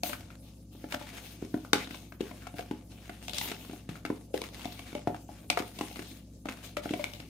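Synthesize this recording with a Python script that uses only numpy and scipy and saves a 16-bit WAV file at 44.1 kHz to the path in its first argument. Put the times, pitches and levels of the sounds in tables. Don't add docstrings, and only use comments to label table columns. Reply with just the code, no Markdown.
import sys
import numpy as np
from scipy import signal
from scipy.fft import rfft, irfft, next_fast_len
from scipy.io import wavfile

SR = 44100
rng = np.random.default_rng(int(sys.argv[2]) if len(sys.argv) > 2 else 0)


def materialize(psi):
    bounded = np.clip(np.atleast_2d(psi).T, -1, 1)
    quanta = np.round(bounded * 32767).astype(np.int16)
    wavfile.write(sys.argv[1], SR, quanta)


N = 321469

# start_s, clack_db, clack_centre_hz, knock_db, thump_db, thump_centre_hz
BLOWS = [(0.0342, -26.5, 3460, -24.5, -31.5, 227), (0.0952, -32.5, 2380, -32.5, -59, 264),
         (0.132, -21, 1350, -49, -44, 218), (0.3036, -37, 1290, -65, -63, 261),
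         (0.75, -61, 2550, -57, -41, 216), (0.841, -37.5, 1190, -33.5, -32, 242),
         (0.923, -21.5, 2170, -31, -47, 460), (0.9418, -23, 1230, -29.5, -35, 267),
         (1.012, -45, 1800, -38, -45, 260), (1.143, -49, 2180, -47.5, -57, 258),
         (1.2663, -39, 2140, -69, -64, 196), (1.4248, -42.5, 1340, -55, -27, 260),
         (1.5419, -32, 1390, -31, -18.5, 276), (1.574, -61, 1400, -42, -34, 270),
         (1.6492, -35.5, 1200, -44, -75, 268), (1.732, -8.5, 2540, -17.5, -16, 432),
         (1.7546, -42, 3350, -60, -25, 272), (1.873, -36, 2500, -50, -49, 221),
         (1.908, -34, 2360, -51, -39.5, 260), (1.9446, -32.5, 2344, -46, -45, 266.6),
         (2.1224, -35, 1220, -53, -58, 275), (2.2065, -31.5, 2620, -35.5, -20, 336),
         (2.312, -38.5, 2040, -39.5, -41, 231), (2.4212, -35, 1400, -59, -63, 260),
         (2.469, -32.5, 1920, -37, -59, 261), (2.5406, -48, 2110, -44, -35.5, 216),
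         (2.591, -26.5, 1560, -31.5, -27.5, 415), (2.7115, -34, 1440, -30.5, -24, 340),
         (3.095, -32, 1580, -41, -37.5, 350), (3.2819, -26.5, 2570, -38.5, -41, 493),
         (3.2947, -31.5, 3930, -48, -60, 264), (3.3337, -32.5, 4200, -50, -63, 291),
         (3.3443, -35, 4400, -47, -60, 304), (3.3829, -26, 4340, -41, -62, 307),
         (3.4128, -24, 2470, -31, -38, 171), (3.4572, -40, 4000, -37, -40, 293),
         (3.477, -36, 2510, -55, -54, 260), (3.5157, -27.5, 2150, -35, -34.5, 380),
         (3.696, -37.5, 1670, -49, -36, 271), (3.7323, -44, 1260, -41.5, -34, 261),
         (3.8907, -33.5, 2120, -51, -24, 176), (3.9549, -32, 1280, -54, -54, 258),
         (4.0511, -24, 1760, -42, -29, 296), (4.1017, -33, 1230, -30.5, -19.5, 325),
         (4.3409, -28.5, 2160, -33, -15, 476), (4.4166, -31, 3580, -34.5, -30, 423),
         (4.4387, -31.5, 1960, -38, -42, 264), (4.5683, -60, 2200, -52, -57, 172),
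         (4.5948, -37, 2340, -46, -59, 215), (4.645, -32, 2400, -46, -60, 186),
         (4.6547, -34.5, 3280, -33.5, -31, 227), (4.7929, -32.5, 2260, -46, -42, 153),
         (4.928, -38, 1490, -46, -37, 290), (4.9508, -28, 2100, -31, -30, 300),
         (5.073, -30.5, 1310, -18, -20.5, 198), (5.1027, -56, 1240, -32, -36, 258),
         (5.145, -31.5, 1160, -32.5, -38, 151), (5.2898, -71, 2160, -40.5, -41.5, 236),
         (5.5005, -12, 2430, -22, -29, 330), (5.5731, -17, 1490, -21.5, -20, 503),
         (5.6016, -34, 1350, -32, -26, 306), (5.788, -33, 4440, -38.5, -37, 257),
         (5.8103, -28, 2600, -26.5, -24.5, 255), (5.912, -42, 2630, -42.5, -56, 288),
         (5.9586, -32, 2100, -50, -42, 291), (5.9922, -29, 1280, -41, -30.5, 269),
         (6.02, -41, 2200, -50, -50, 270), (6.113, -38, 1400, -47, -46, 263),
         (6.4557, -29.5, 1330, -29.5, -31, 333), (6.487, -23, 2030, -31.5, -35, 310),
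         (6.6447, -43, 2920, -57, -52, 215), (6.7685, -22.5, 2000, -30, -29, 403),
         (6.8563, -31, 1320, -33.5, -28, 413), (6.8915, -35, 2500, -60, -62, 207),
         (6.9076, -38, 3730, -39, -21.5, 278), (6.937, -28.5, 2430, -29.5, -26, 298),
         (6.994, -40, 2130, -30.5, -58, 266), (7.0411, -22.5, 2200, -43, -38.5, 269),
         (7.1357, -39, 3350, -48, -39, 157), (7.2013, -33.5, 2130, -50, -35, 163)]
# pitch_hz, level_db, t60_s
BASE_MODES = [(113, 3.5, 0.092), (151, -3, 0.041), (179.4, -13, 0.024), (232, -17.5, 0.045),
              (262.6, -5.5, 0.13), (299, 5, 0.056), (361, -3.5, 0.054), (425, -5, 0.068), (502, 3.5, 0.022)]
WALL_MODES = [(498, -7, 0.011), (587.7, -9, 0.13), (700, 1.5, 0.051), (835, -11, 0.042), (843.4, -8, 0.069),
              (976, 5, 0.018), (1146, -0.5, 0.021)]
RIM_MODES = [(1400, 7.5, 0.0082), (1594, 10.9, 0.0019), (2207, 4.7, 0.011), (2690, 1.5, 0.012),
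             (3000, 0.46, 0.01), (3344, 1, 0.0068), (3640, 3.17, 0.009)]
SPOON_MODES = [(4870, -9.5, 0.017), (5330, -6.5, 0.037), (6290, -2.5, .018), (8620, -4.5, 0.024)]

SPOON_LEFT_DB = 4.5
BASS_PAN = np.array([[1.06], [.94]])


def knocks():
    # frequency_hz, density_db
    bite_spectrum = [(2470, -33), (4200, -1.5), (5810, -11), (6430, 2), (7230, -10), (8650, -32.5),
                     (10400, -12), (14400, -28), (16000, -30)]
    start_s, clack_db, clack_hz, knock_db, thump_db, thump_hz = np.transpose(BLOWS)
    late_s = rng.random((len(BLOWS), 4)) * 0.003927 * (np.arange(4) > 0)
    at = ((start_s[:, None] + late_s) * SR).astype(int)
    weight = from_db(-1500 * late_s) * rng.choice([-1, 1], late_s.shape)
    thump = struck(BASE_MODES, thump_db, thump_hz, at[:, :1], weight[:, :1], uneven_db=7.5, narrow_db=33)
    cushion = signal.butter(2, [125, 900], "band", fs=SR, output="sos")
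    thump = signal.sosfilt(cushion, thump)
    knock_hz = np.full(len(BLOWS), 648)
    knock = struck(WALL_MODES, knock_db, knock_hz, at[:, :2], weight[:, :2], uneven_db=6, narrow_db=20)
    clack = struck(RIM_MODES, clack_db, clack_hz, at, weight, uneven_db=1.5, narrow_db=12.5)
    bite_db = clack_db - 15.5 + 11.5 * np.log2(clack_hz / 2000) + 0.074 * (clack_db + 30)
    contacts = np.zeros(N)
    np.add.at(contacts, at, abs(weight) * from_db(bite_db)[:, None])
    bright_noise = banded(rng.standard_normal((2, 2, N)), bite_spectrum, patchy_db=.7)
    bite = decay(contacts, t60_s=0.0064) * bright_noise
    return thump * BASS_PAN + (knock + clack + bite) * pan(SPOON_LEFT_DB)


def stirring():
    # frequency_hz, density_db
    hiss_spectrum = [(1760, -41), (3000, 5.5), (5750, -8), (6670, -19), (7510, -3), (8760, -11),
                     (11500, -5), (16000, -3)]
    flow, push, drag_hz = strokes()
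    fine = grains(per_s=330, uneven_db=14.5, share=0.14)
    coarse = grains(per_s=90, uneven_db=4.5, share=0.5)
    skid, skid_hz = skids()
    hiss = np.hypot(flow, from_db(-20) * skid) * banded(fine, hiss_spectrum, patchy_db=1.2)
    steel = np.hypot(from_db(-8.5) * flow, from_db(-16.5) * skid) * spoon_rasp(coarse[1])
    drag_hz = drag_hz * (skid_hz / drag_hz) ** (skid / (skid + push))
    push = np.hypot(push, skid)
    drag = push * wall_drag(coarse, drag_hz) + crunch(push, drag_hz)
    return (hiss + steel + drag) * pan(SPOON_LEFT_DB) + bowl_rumble(coarse[0], push) * BASS_PAN


def strokes(attack_s=.018, release_db_per_s=169):
    # start_s, length_s, hiss_db, drag_db, drag_centre_hz
    sweeps = [(0.029, 0.068, -43, -50, 950), (0.17, 0.1, -90, -61.5, 1900), (0.42, 0.071, -69, -69.5, 3140),
              (0.71, 0.41, -65.5, -68.5, 2170), (0.897, 0.027, -67, -53, 1900),
              (0.988, 0.022, -76, -51, 1760), (1.066, 0.066, -78, -59, 1400),
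              (1.126, 0.069, -59, -56, 2000), (1.214, 0.13, -57, -61, 2700),
              (1.397, .26, -63.5, -67.5, 1740), (1.732, 0.075, -63.5, -45, 3150),
              (1.888, 0.15, -59, -62, 2400), (2.191, 0.27, -63.5, -60, 1670), (2.55, 0.069, -60, -56, 1780),
              (2.71, 0.063, -72, -67, 1850), (2.894, 0.32, -65.5, -62.5, 2250),
              (3.22, 0.19, -55, -67, 3400), (3.336, 0.064, -46, -49.5, 4600), (3.417, 0.12, -54, -49, 2550),
              (3.575, 0.19, -60.5, -61, 2150), (3.902, 0.035, -64, -57, 1560),
              (4.065, 0.11, -67, -63.5, 1750), (4.331, .14, -55, -59, 2720), (4.526, 0.3, -57.5, -56, 2340),
              (4.851, 0.13, -74, -56, 2000), (5.075, 0.13, -65, -79, 1500),
              (5.278, 0.12, -68.5, -63.5, 1550), (5.489, 0.19, -56, -59, 2880),
              (5.74, 0.38, -56, -58.5, 2480), (6.446, 0.15, -64, -56, 1770), (6.626, 0.03, -52, -55, 2510),
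              (6.816, 0.19, -58, -51.5, 2340), (7.022, 0.19, -59.5, -57.5, 2390)]
    t = np.arange(N) / SR
    hiss, drag = np.full(N, from_db(-77)), np.full(N, from_db(-84))
    weighted_pitch = drag * np.log(2000)
    for start, length, hiss_db, drag_db, hz in sweeps:
        shape = np.clip((t - start) / attack_s, 0, 1)
        shape *= from_db(-release_db_per_s * np.maximum(t - start - length, 0))
        hiss += from_db(hiss_db) * shape
        drag += from_db(drag_db) * shape
        weighted_pitch += from_db(drag_db) * shape * np.log(hz)
    return hiss, drag, np.exp(weighted_pitch / drag)


def skids(below_clack_db=20.5):
    start_s, clack_db, clack_hz = np.transpose(BLOWS)[:3]
    at = (start_s * SR).astype(int)
    onsets = np.zeros(N)
    onsets[at] = from_db(clack_db - below_clack_db)
    latest_blow = np.clip(np.searchsorted(at, np.arange(N), "right") - 1, 0, None)
    return decay(onsets, t60_s=0.13), clack_hz[latest_blow]


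def wall_drag(grit, centre_hz, narrow_db=10.5, patchy_db=4.0):
    slips = np.diff(grit, prepend=0)
    out, power = 0, 0
    for k, (hz, db, t60) in enumerate(WALL_MODES[4::2] + RIM_MODES + SPOON_MODES[:2]):
        gain = from_db(db - narrow_db * np.log2(hz / centre_hz) ** 2)
        tone = unit_rms(ring(slips[k % 2], hz, .7 * t60))
        out = out + gain * from_db(patchy_db * drift(9.4)) * mic_pair(*tone, hz)
        power = power + gain ** 2
    return out / np.sqrt(power)


def crunch(push, centre_hz, lumps_per_s=45, above_drag_db=6.5):
    at = np.flatnonzero(rng.random(N - 200) < lumps_per_s / SR)
    extra_db = 3.5 * np.minimum(rng.exponential(1, N)[at], 3)
    level_db = 20 * np.log10(push[at]) + above_drag_db + extra_db
    return struck(RIM_MODES + SPOON_MODES, level_db, centre_hz[at], at[:, None], np.ones((len(at), 1)),
                  uneven_db=2.5, narrow_db=1.5)


def spoon_rasp(grit, patchy_db=3.0):
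    slips = np.diff(grit, prepend=0)
    return unit_rms(sum(from_db(db + patchy_db * drift(12.5)) * unit_rms(ring(slips, hz, t60))
                        for hz, db, t60 in SPOON_MODES))


def bowl_rumble(grit, push):
    modes = BASE_MODES[2::2] + WALL_MODES[::2]
    shake = sum(from_db(db) * mic_pair(*ring(grit, hz, .5 * t60), hz) for hz, db, t60 in modes)
    return from_db(-54) * (push / from_db(-55)) ** 0.68 * unit_rms(shake)


def grains(per_s, uneven_db, share):
    born = rng.random(N) < per_s * from_db(7 * drift(12)) / SR
    size = from_db(uneven_db * np.minimum(rng.exponential(1, N), 5)) * born
    bursts = unit_rms(signal.lfilter([1], [1, -.97], size))
    return rng.standard_normal((2, 2, N)) * (1 + share * bursts)


def struck(modes, level_db, centre_hz, at, weight, uneven_db, narrow_db):
    mode_hz, mode_db, _ = np.transpose(modes)
    strength_db = mode_db + uneven_db * rng.standard_normal((len(at), len(modes)))
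    strength = from_db(strength_db - narrow_db * np.log2(mode_hz / centre_hz[:, None]) ** 2)
    strength *= (from_db(level_db) / np.linalg.norm(strength, axis=1))[:, None]
    out = np.zeros((2, N))
    for size, (hz, _, t60) in zip(strength.T, modes):
        mid, side = np.zeros((2, N))
        sign = rng.choice([-1, 1], (len(at), 2))
        if hz > 500:
            size = size * sign[:, 0]
        np.add.at(mid, at, weight * size[:, None])
        np.add.at(side, at + round(SR / hz / 4), weight * size[:, None] * sign[:, 1:])
        out += ring(mic_pair(mid, side, hz), hz, t60)
    return out


def kitchen_echo(x, t60_s=0.3, wall_cut_hz=14000):
    size = next_fast_len(N + SR)
    hz = np.arange(1, size // 2 + 2) * SR / size
    dull = 1 / (1 + 1j * hz / wall_cut_hz)
    echoes = np.zeros((2, len(hz)), complex)
    for k, lag_s in enumerate(rng.uniform(.006, .035, 16)):
        loop = from_db(-60 * lag_s / t60_s) * dull * np.exp(-2j * np.pi * hz * lag_s)
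        echoes[k % 2] += loop / (1 - loop) * (-1) ** (k // 2)
    return irfft(rfft(x.mean(axis=0), size) * mic_pair(*echoes, hz), size)[:, :N]


def motors():
    # multiple, rms_db
    slow_orders = [(1, -91), (2, -56), (3, -63), (4, -61), (5, -62.5), (6, -66.5), (8, -88), (10, -74.5)]
    fast_orders = [(1, -52.5), (3, -62), (4, -69.5)]
    # pitch_hz, rms_db
    whines = [(3850, -89.5), (5140, -99.5), (6255, -84), (7203, -81.5), (9300, -84)]
    t, hum = np.arange(N) / SR, 0
    for rate_hz, orders in (53.1, slow_orders), (59.4, fast_orders):
        turn = 2 * np.pi * rate_hz * t + 0.11 * drift(6.4)
        for multiple, db in orders:
            gain = from_db(db + 0.22 * drift(4.2))
            hum = hum + gain * np.sin(multiple * turn + 2 * np.pi * rng.random())
    whine = sum(from_db(db + 1.8 * drift(6.6)) * np.sin(2 * np.pi * hz * t) for hz, db in whines)
    return np.sqrt(2) * (hum + whine) * BASS_PAN


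def room_tone():
    # frequency_hz, density_db
    spectrum = [(18, -27), (30, -8), (79, -11.5), (215, -14), (280, -11.5), (415, -26), (554, -20.5),
                (988, -67.5), (4530, -66), (5040, -30), (5740, -63.5), (6210, -33), (7470, -40),
                (8520, -34), (16000, -45)]
    return from_db(-56) * banded(rng.standard_normal((2, 2, N)), spectrum, patchy_db=1.8) * BASS_PAN


def banded(noise, spectrum, patchy_db):
    out, shared_flicker = 0, drift(5.6)
    bottom_hz, top_hz = spectrum[0][0], spectrum[-1][0]
    edges = np.geomspace(bottom_hz, top_hz, round(2 * np.log2(top_hz / bottom_hz)) + 2)
    for k, (low, high) in enumerate(zip(edges, edges[1:])):
        band = signal.butter(2, [low, high], "band", fs=SR, output="sos")
        mid, side = signal.sosfilt(band, noise[k % 2])
        hz = np.sqrt(low * high)
        flicker_db = patchy_db * (shared_flicker + 2.4 * drift(11.0))
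        out = out + from_db(db_at(spectrum, hz) + flicker_db) * mic_pair(mid, side, hz)
    return unit_rms(out)


def mic_pair(mid, side, hz):
    # frequency_hz, side_over_mid_db
    width = [(60, -21), (120, -22), (240, -19), (480, -5), (950, -8), (1890, -3), (3770, 0), (7520, 0),
             (15000, 0)]
    share = from_db(db_at(width, hz))
    return (mid + share * side * [[1], [-1]]) / np.sqrt(1 + share ** 2)


def ring(x, hz, t60_s):
    r, w = from_db(-60 / (t60_s * SR)), 2 * np.pi * hz / SR
    return signal.lfilter([0, np.sin(w)], [1, -2 * r * np.cos(w), r * r], x + 1e-18)


def decay(clicks, t60_s):
    return signal.lfilter([1], [1, -from_db(-60 / (t60_s * SR))], clicks + 1e-18)


def drift(rate_hz):
    step = 40
    r = np.exp(-2 * np.pi * rate_hz * step / SR)
    slow = signal.lfilter([1], [1, -2 * r, r * r], rng.standard_normal(N // step + 2002))[2000:]
    return np.interp(np.arange(N) / step, np.arange(len(slow)), unit_rms(slow))


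def db_at(spectrum, hz):
    points_hz, points_db = np.transpose(spectrum)
    return np.interp(np.log(hz), np.log(points_hz), points_db)


def pan(left_db):
    return from_db([[left_db / 2], [-left_db / 2]])


def from_db(db):
    return 10 ** (np.asarray(db) / 20)


def unit_rms(x):
    return x / np.sqrt(np.mean(x ** 2) + 1e-20)


def scene():
    blows, room = knocks(), room_tone()
    return blows + from_db(-15.5) * kitchen_echo(blows) + stirring() + motors() + room


def record(dry, bass_cut_hz=57, ceiling=.8, top_cut_hz=16500):
    thinned = signal.sosfilt(signal.butter(2, bass_cut_hz, "high", fs=SR, output="sos"), dry)
    rounded = ceiling * np.tanh(thinned / ceiling)
    return signal.sosfilt(signal.cheby2(14, 70, top_cut_hz, fs=SR, output="sos"), rounded)


dry = scene()
out = record(dry)
materialize(out)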